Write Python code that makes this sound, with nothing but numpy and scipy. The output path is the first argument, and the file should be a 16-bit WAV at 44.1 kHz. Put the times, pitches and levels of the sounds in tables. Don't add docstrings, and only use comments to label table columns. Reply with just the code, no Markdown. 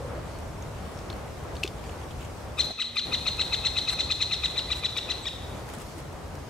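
import sys
import numpy as np
from scipy import signal
from scipy.fft import rfft, irfft, next_fast_len
from scipy.io import wavfile
from scipy.ndimage import uniform_filter1d, map_coordinates

SR = 44100
rng = np.random.default_rng(int(sys.argv[2]) if len(sys.argv) > 2 else 0)


def ratio_of_db(decibels):
    return 10 ** (np.asarray(decibels, float) / 20)


def dump(signal):
    limited = np.clip(np.atleast_2d(signal).T, -1, 1)
    pcm = np.round(limited * 32767).astype(np.int16)
    wavfile.write(sys.argv[1], SR, pcm)


N = 286209
TOP_HZ = 15770

# (time [s], level [dB])
TRAFFIC = [(0, -42), (.7, -42.5), (1.7, -42.5), (2.7, -43.5), (4.3, -44), (6.49, -44)]
# (time [s], level [dB])
HISS_LEVEL = [(0, -53.5), (2.6, -53), (3.1, -50), (5.0, -52), (5.9, -51), (6.15, -54), (6.49, -54.5)]
# (frequency [Hz], density [dB/Hz])
RUMBLE = [(12, -45), (20, -19), (32, -13.5), (52, -2.5), (70, 0.5), (113, -4.5), (135, -6.5), (160, -7),
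          (178, -22), (200, -11), (260, -50), (440, -120)]
# (frequency [Hz], density [dB/Hz])
DRONE = [(100, -16), (170, -4), (248, -4.5), (532, -3.5), (592, -5), (642, -5.5), (1070, -9), (2010, -18.5),
         (2810, -24.5), (4200, -32.5), (5460, -59), (9240, -120)]
# (frequency [Hz], density [dB/Hz])
LEAVES = [(1180, -72), (2000, -4), (3460, -3), (4490, -3.5), (5780, -4), (8920, -8), (11800, -13),
          (14600, -17.5), (16000, -24)]
# (frequency [Hz], correlation [0-1])
LIKENESS = [(30, 0.9), (90, 1), (180, 0.78), (350, 0.38), (700, 0.76), (1500, 0.32), (4000, 0.17),
            (12000, 0.41)]
# (time [s], length [s], start pitch [Hz], end pitch [Hz], level [dB])
WHISTLES = [
    (.13, .09, 4350, 4400, -61),
    (.32, .065, 4300, 4330, -61),
    (5.226, .026, 7850, 7300, -46),
    (2.75, .62, 236, 236, -49),
]
# (time [s], peak [dB], ring [Hz], crack [dB])
TICKS = [(0.0977, -44, 2230, -18), (0.1346, -44, 2250, -13), (0.3894, -46, 2490, -14),
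         (0.624, -33, 6400, -17), (0.8544, -43, 3000, -11), (0.9754, -39, 5700, -14),
         (0.9895, -37, 5500, -8), (1.0301, -46, 2220, -12), (1.1004, -30.5, 3530, -9),
         (1.1028, -31, 4230, -6.5), (1.1277, -32.5, 4360, -9), (1.1292, -40, 3900, -6),
         (1.2785, -37, 2230, -18), (1.553, -37, 3600, -3), (1.567, -34, 4400, -8), (1.6323, -19, 2600, -10),
         (1.6354, -12, 2700, -12), (1.6395, -26, 2610, -9), (1.6526, -27, 2560, -10),
         (1.663, -31, 2600, -8), (1.6765, -30, 3000, -2.5), (1.839, -40.5, 2280, -2),
         (1.8941, -41, 2550, -13), (2.1086, -37, 3300, -12), (2.2982, -39, 2200, -18),
         (6.3525, -42.5, 2330, -6)]
# (frequency [Hz], level [dB])
HUSK = [(1200, -47), (2200, -4), (3500, 5.5), (5500, -3), (7000, -7), (9000, -13.5), (12000, -19),
        (16000, -24)]
# (time [s], peak [dB], ring [Hz])
SNAPS = [(0.387, -46, 8300), (1.4371, -54, 8690), (2.589, -38.5, 8370), (3.3697, -41, 8000),
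         (4.774, -42, 7080), (4.9744, -36.5, 7200), (5.69, -50, 9030), (5.7369, -43, 8250),
         (5.7844, -42, 7610), (5.8194, -52, 8540), (5.9894, -55, 10300), (6.128, -47, 9910),
         (6.2794, -51, 7010), (6.353, -45, 8030)]
# (frequency [Hz], level [dB])
FIBRE = [(1500, -30), (3000, -10), (6000, 4), (9000, 0), (12000, -7), (16000, -7)]
# (time [s], peak [dB], pitch [Hz], t60 [s])
KNOCKS = [
    (.18, -18.5, 624, 0.026),
    (1.645, -7.5, 380, 0.022),
    (2.705, -26, 667, 0.046),
    (5.685, -22, 574, 0.024),
    (5.772, -15.5, 200, 0.028),
    (5.97, -29.5, 313, 0.091),
]
# (time [s], length [s], level [dB])
SHUFFLES = [(5.68, 0.028, -47), (5.735, 0.022, -52), (4.5, .025, -49), (5.8, 0.03, -47.5),
            (5.975, 0.039, -50), (5.7, 0.13, -55.5), (4.755, 0.051, -45), (2.7, 0.027, -54),
            (2.585, 0.095, -45), (3.9, 0.044, -40), (2.955, 0.0096, -44)]
# (frequency [Hz], level [dB])
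FEATHER = [(1500, 5), (3000, 1.5), (6000, -8.5), (8000, -2), (10500, -6), (15000, -18)]
# (time [s], length [s], level [dB])
SCUFFS = [(1.25, 0.081, -64), (1.75, 0.056, -55), (1.83, 0.097, -55), (2, 0.046, -58), (2.1, 0.034, -50.5),
          (2.19, 0.091, -53), (.72, .1, -58)]
# (frequency [Hz], level [dB])
BARK = [(1200, -12), (2200, 5), (3200, 7), (4500, -9), (7000, -1), (12000, -17)]
# (frequency [Hz], level [dB])
SCATTER = [(1000, -12), (2600, -11), (3600, -1), (4200, 1), (6000, 3), (9000, 4)]
# (delay [s], level [dB], left-right [dB])
NEAR_TRUNKS = [
    (0.04, -16, 5),
    (.047, -21, 8),
    (.066, -18.5, 2),
]
# (frequency [Hz], t60 [s])
FAR_DECAY = [(1000, 3.2), (4000, 0.75), (8000, 0.68), (14000, 0.44)]
# (frequency [Hz], level [dB])
FAR_RETURN = [(1000, -16), (2000, -5), (2600, -12), (3400, -1), (3900, -2.5), (4200, 2), (6000, 1),
              (8000, 3)]
# (centre [s], top pitch [Hz], arch width [ms], level [dB], beak closure [0-1])
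NOTES = [(2.6015, 2095, 12, -21, 0), (2.8096, 2100, 12.3, -23.5, 0.62), (2.982, 2088, 14, -23, 0.42),
         (3.1385, 2091, 11, -22.5, 0.44), (3.2773, 2106, 9.7, -22, 0.25), (3.4071, 2098, 11.1, -22.5, 0.38),
         (3.5374, 2077, 8.2, -21, 0.33), (3.6613, 2108, 10.7, -21.5, 0), (3.7794, 2089, 10.3, -22.5, 0.17),
         (3.891, 2090, 10.2, -22, .05), (4.0018, 2106, 9.1, -21.5, .1), (4.115, 2085, 7.7, -20.5, 0.03),
         (4.2209, 2077, 8.5, -20.5, .05), (4.329, 2081, 12.4, -23.5, 0.33), (4.4487, 2056, 11, -22.5, 0.37),
         (4.5808, 2046, 13.3, -24.5, 0.3), (4.7186, 2019, 10.6, -23.5, 0.4),
         (4.8514, 2010, 10.5, -24, 0.32), (4.9766, 1992, 8.7, -24.5, .3), (5.108, 2050, 11.1, -24, 0.34),
         (5.271, 1925, 13.8, -27, 0.4)]
# (frequency [Hz], level [dB])
BEAK = [(900, -20), (1250, -11), (2050, -21.5), (2500, -2), (3200, -9), (3800, -2.5), (4250, -2.5),
        (4900, -10), (6100, -20.5), (7000, -26.5), (7750, -20), (8400, -44.5), (11000, -54), (15000, -58)]
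# (frequency [Hz], level [dB])
RASP = [(700, -22), (1300, -8), (2500, 10), (4000, -8), (6000, -2.5), (8000, -16), (11000, -17),
        (15500, -29)]

RUMBLE_DB, RUMBLE_SWING, DRONE_DB = 2.5, 1.66, 1.62
DROP_S, RETURN_S, EDGE_S = 2.72, 3.05, .012
DROP_RUMBLE_DB, DROP_DRONE_DB, DROP_LEAVES_DB = -10, -8.5, -7

PATTER_S, PATTER_GAP_S, PATTER_COUNT = .004, .0185, 8
PATTER_DB, PATTER_HZ, PATTER_T60_S = -20, 530, 0.032
TICK_PAN_DB, SNAP_PAN_DB, PAN_SCATTER_DB, SNAP_CRACK_DB = 2.5, .6, 2, 2

LEAD_SHARE, LEAD_SINKS_PER_MS = .59, .002
LEAP_MS, CREST_MS, CURVE_PER_MS2 = -8.9, .2, .0021
TAIL_SHARE, TAIL_SINKS_PER_MS, TAIL_TOP_SHARE = .93, .018, .75
LEAD_DB, SWELL_DB_PER_MS, SAG_DB_PER_MS = -5, 1.3, -0.19
HOLD_END_MS, CLOSED_HOLD_MS, RELEASE_DB_PER_MS = 8.74, 2.6, 3
LEAP_DIP_DB, LEAP_SPAN_MS, LEAP_MUTE_DB = -3, 1.5, 9
ROUGH_TOP, ROUGH_PER_SHARE, FLUTTER_DB = .1, 1.71, .7
CLOSED_LOW_DB, CLOSED_UPPER_DB, CLOSED_DIP_DB, OPEN_UPPER_DB = 4.5, -9.5, -8.5, -0.5


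def unit(x):
    return x / np.sqrt(np.mean(x ** 2) + 1e-20)


def along(points, hz):
    f, v = np.transpose(points)
    return np.interp(np.log(hz + 1), np.log(f + 1), v)


def add(track, s, sound, pan_db):
    start = max(round(s * SR), 0)
    sound = sound[:N - start]
    track[:, start:start + len(sound)] += sound * ratio_of_db([[pan_db / 2], [-pan_db / 2]])


def coloured(x, response):
    m = next_fast_len(N + 4096)
    return irfft(rfft(x, m) * response(np.fft.rfftfreq(m, 1 / SR)), m)[..., :N]


def wobble(rate_hz):
    knots = rng.standard_normal(int(N * rate_hz / SR) + 4)
    return map_coordinates(knots, [np.arange(N) * rate_hz / SR])


def rush(spectrum, patchy_db):
    z = signal.stft(rng.standard_normal((2, N + 1024)), nperseg=512)[2]
    field = uniform_filter1d(rng.standard_normal(z.shape[1:]), size=6, axis=0)
    field = uniform_filter1d(field, size=10, axis=1)
    pair = signal.istft(z * ratio_of_db(patchy_db * unit(field)), nperseg=512)[1]
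    m = next_fast_len(pair.shape[1])
    hz = np.fft.rfftfreq(m, 1 / SR)
    turn = np.arccos(np.clip(along(LIKENESS, hz), -1, 1)) / 2
    shaped = rfft(pair, m) * ratio_of_db(along(spectrum, hz)) * [np.cos(turn), np.sin(turn)]
    mid, side = irfft(shaped, m)[:, :N]
    return unit(np.array([mid + side, mid - side]))


def air():
    time = np.arange(N) / SR
    traffic_db = np.interp(time, *np.transpose(TRAFFIC))
    hiss_level_db = np.interp(time, *np.transpose(HISS_LEVEL))
    drop = np.clip(np.minimum(time - DROP_S, RETURN_S - time) / EDGE_S + .5, 0, 1)
    mean_db = traffic_db.mean()
    rumble_db = mean_db + RUMBLE_SWING * (traffic_db - mean_db) + RUMBLE_DB + DROP_RUMBLE_DB * drop
    rumble = ratio_of_db(rumble_db + wobble(9.1)) * rush(RUMBLE, patchy_db=0.74)
    drone_db = traffic_db + DRONE_DB + DROP_DRONE_DB * drop
    drone = ratio_of_db(drone_db + 1.2 * wobble(9.4)) * rush(DRONE, patchy_db=0.14)
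    leaves_db = hiss_level_db + DROP_LEAVES_DB * drop
    leaves = ratio_of_db(leaves_db + .5 * wobble(17)) * rush(LEAVES, patchy_db=1.34)
    return (rumble + drone) * ratio_of_db([[.45], [-.45]]) + leaves


def whistles():
    out = np.zeros((2, N))
    for s, span_s, start_hz, end_hz, db in WHISTLES:
        u = np.linspace(0, 1, int(span_s * SR))
        pitch_hz = start_hz + (end_hz - start_hz) * u ** 3
        level = ratio_of_db(db + 1.6 * wobble(38.6)[:len(u)]) * np.sqrt(np.sin(np.pi * u))
        add(out, s, level * np.sin(2 * np.pi * np.cumsum(pitch_hz) / SR), pan_db=0)
    return out


def puffs(rows, spectrum):
    time = np.arange(N) / SR
    bumps = np.zeros(N)
    for s, span_s, db in rows:
        bumps += ratio_of_db(db) * np.exp(-((time - s - span_s / 2) / span_s * 2) ** 4)
    return bumps * rush(spectrum, patchy_db=2.5) * ratio_of_db(3.7 * wobble(220))


def clicks(rows, spectrum, pan_db):
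    out, t = np.zeros((2, N)), np.arange(SR // 16) / SR
    colour = ratio_of_db(along(spectrum, np.fft.rfftfreq(len(t), 1 / SR)))
    rise = 1 - np.exp(-t / 0.00068)
    crack_decay = ratio_of_db(-60 * t / 0.0092) + ratio_of_db(-22 - 60 * t / 0.11)
    for s, db, hz, crack_db in rows:
        ring = ratio_of_db(-60 * t / 0.0094) * np.sin(2 * np.pi * hz * t)
        grit = unit(irfft(rfft(rng.standard_normal(len(t))) * colour, len(t)))
        crack = ratio_of_db(crack_db + 2.5) * crack_decay * grit
        pan = pan_db + PAN_SCATTER_DB * rng.standard_normal()
        add(out, s, ratio_of_db(db + 3.5) * rise * (ring + crack), pan)
    return out


def knocks():
    out, t = np.zeros((2, N)), np.arange(SR // 16) / SR
    patter = []
    for k, (a, b, c) in enumerate(rng.standard_normal((PATTER_COUNT, 3))):
        s = PATTER_S + k * PATTER_GAP_S + 0.00197 * a
        patter.append((s, PATTER_DB + 2 * b, PATTER_HZ * (1 + 0.056 * c), PATTER_T60_S))
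    for s, db, hz, t60_s in KNOCKS + patter:
        rise = 1 - np.exp(-t / 0.0068)
        add(out, s, ratio_of_db(db - 60 * t / t60_s) * np.sin(2 * np.pi * hz * t) * rise, pan_db=0.5)
    return out


def stump():
    seeds = clicks(TICKS, HUSK, TICK_PAN_DB)
    snaps = clicks([(*row, SNAP_CRACK_DB) for row in SNAPS], FIBRE, SNAP_PAN_DB)
    return seeds + ratio_of_db(-4) * snaps + knocks() + puffs(SHUFFLES, FEATHER) + puffs(SCUFFS, BARK)


def forest(voice):
    out = np.zeros((2, N))
    echo = coloured(voice, lambda hz: ratio_of_db(along(SCATTER, hz)))
    for delay_s, db, pan_db in NEAR_TRUNKS:
        add(out, delay_s, ratio_of_db(db) * echo, pan_db)
    step = SR // 4
    for start in range(0, N, step):
        piece = voice[start:start + step]
        if piece.any():
            hz, t, z = signal.stft(rng.standard_normal((2, SR)), SR, nperseg=256)
            decay_db = along(FAR_RETURN, hz)[:, None] - 60 * t / along(FAR_DECAY, hz)[:, None]
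            swell = 1 - np.exp(-t / 0.019)
            both, own = signal.istft(z * ratio_of_db(decay_db) * swell, SR, nperseg=256)[1]
            tail = np.array([both + 0.04 * own, both - 1.2 * own]) / np.linalg.norm(both)
            wet = signal.fftconvolve(piece[None], tail, axes=1)[:, :N - start]
            out[:, start:start + wet.shape[1]] += ratio_of_db([[-3.5], [-8]]) * wet
    return out


def twigs(voice):
    out, step = np.zeros((2, N)), SR // 9
    t = np.arange(SR // 20) / SR
    voice = coloured(voice, lambda hz: ratio_of_db(along(SCATTER, hz)))
    for start in range(0, N - step, step):
        both, own = rng.standard_normal((2, len(t))) * ratio_of_db(-60 * t / .06) * (t > .002)
        scatter = np.array([2.4 * both + 0.71 * own, 2.3 * both - 0.12 * own]) / np.linalg.norm(both)
        wet = signal.fftconvolve(voice[None, start:start + step], scatter, axes=1)[:, :N - start]
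        out[:, start:start + wet.shape[1]] += ratio_of_db(-11) * wet
    return out


def pitch_share(u):
    lead = LEAD_SHARE - LEAD_SINKS_PER_MS * (u - LEAP_MS)
    parabola = 1 - CURVE_PER_MS2 * (u - CREST_MS) ** 2
    tail = np.minimum(TAIL_SHARE - TAIL_SINKS_PER_MS * u, TAIL_TOP_SHARE)
    return uniform_filter1d(np.where(u < LEAP_MS, lead, np.maximum(parabola, tail)), size=75)


def effort_db(u, closed):
    lead_db = LEAD_DB + SWELL_DB_PER_MS * (u - LEAP_MS)
    past_hold_ms = np.maximum(u - HOLD_END_MS - CLOSED_HOLD_MS * closed, 0)
    held_db = -SAG_DB_PER_MS * u - RELEASE_DB_PER_MS * past_hold_ms
    level_db = uniform_filter1d(np.where(u < LEAP_MS, lead_db, held_db), size=150)
    breaking = np.exp(-((u - LEAP_MS - LEAP_SPAN_MS / 2) / LEAP_SPAN_MS) ** 2)
    return level_db + LEAP_DIP_DB * breaking


def partial_shifts_db(u, share, closed):
    low = np.clip(8 - 10 * share, 0, 1)
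    low_db = CLOSED_LOW_DB * closed
    upper_db = OPEN_UPPER_DB + CLOSED_UPPER_DB * closed
    dip_db = CLOSED_DIP_DB * closed ** 2 * np.exp(-(u / 5) ** 2)
    slide_db = -LEAP_MUTE_DB * np.exp(-((share - .8) / 0.11) ** 2)
    first = low_db + 1.8 * (1 - low) + 1.3 * slide_db
    second = 0.84 * low_db * low + dip_db
    third = upper_db * (1 - low) + slide_db * (1.2 - 0.37 * (u > 0))
    return [first, second, third] + 7 * [upper_db - 5 * low]


def nuthatch():
    voice = np.zeros(N)
    flutter, quiver, rasp = wobble(420), wobble(330), rush(RASP, patchy_db=1.5)[0]
    for s, top_hz, width_ms, db, closed in NOTES:
        stretch = (width_ms / 10) ** .6
        u = np.arange(-27, 25, 1000 / SR / stretch)
        n = len(u)
        here = slice(round(s * SR - 27 * stretch * SR / 1000), None)
        share = pitch_share(u)
        shaky = np.clip(ROUGH_TOP + ROUGH_PER_SHARE * (1 - share), 0, 1)
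        pitch_hz = top_hz * share * (1 + 0.039 * shaky * quiver[here][:n])
        phase = 2 * np.pi * np.cumsum(pitch_hz) / SR
        tone = np.zeros(n)
        for k, shift_db in enumerate(partial_shifts_db(u, share, closed), 1):
            unsteady_db = 1.74 * (k != 2) * np.roll(quiver, 900 * k)[here][:n]
            partial_db = along(BEAK, k * pitch_hz) + shift_db + unsteady_db
            tone += ratio_of_db(partial_db) * np.sin(k * phase + 6 * rng.random())
        level_db = effort_db(u, closed) + (FLUTTER_DB + 2.2 * shaky) * flutter[here][:n]
        hiss = ratio_of_db(-25.0 - .5 * np.clip(level_db, -20, 0)) * rasp[here][:n]
        voice[here][:n] += ratio_of_db(db + 3.0 + level_db) * (tone + hiss)
    return voice


def scene():
    voice = nuthatch()
    left, right = ratio_of_db([[2.6], [-2.8]]) * voice + twigs(voice) + forest(voice)
    right = coloured(right, lambda hz: np.exp(-2j * np.pi * hz * 32e-6))
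    return np.array([left, right]) + stump() + whistles() + air()


def top_cut(x):
    return signal.sosfilt(signal.butter(12, 15770, fs=SR, output="sos"), x)


def record(dry):
    limited = coloured(dry, lambda hz: hz < TOP_HZ)
    return top_cut(limited)


dry = scene()
out = record(dry)
dump(out)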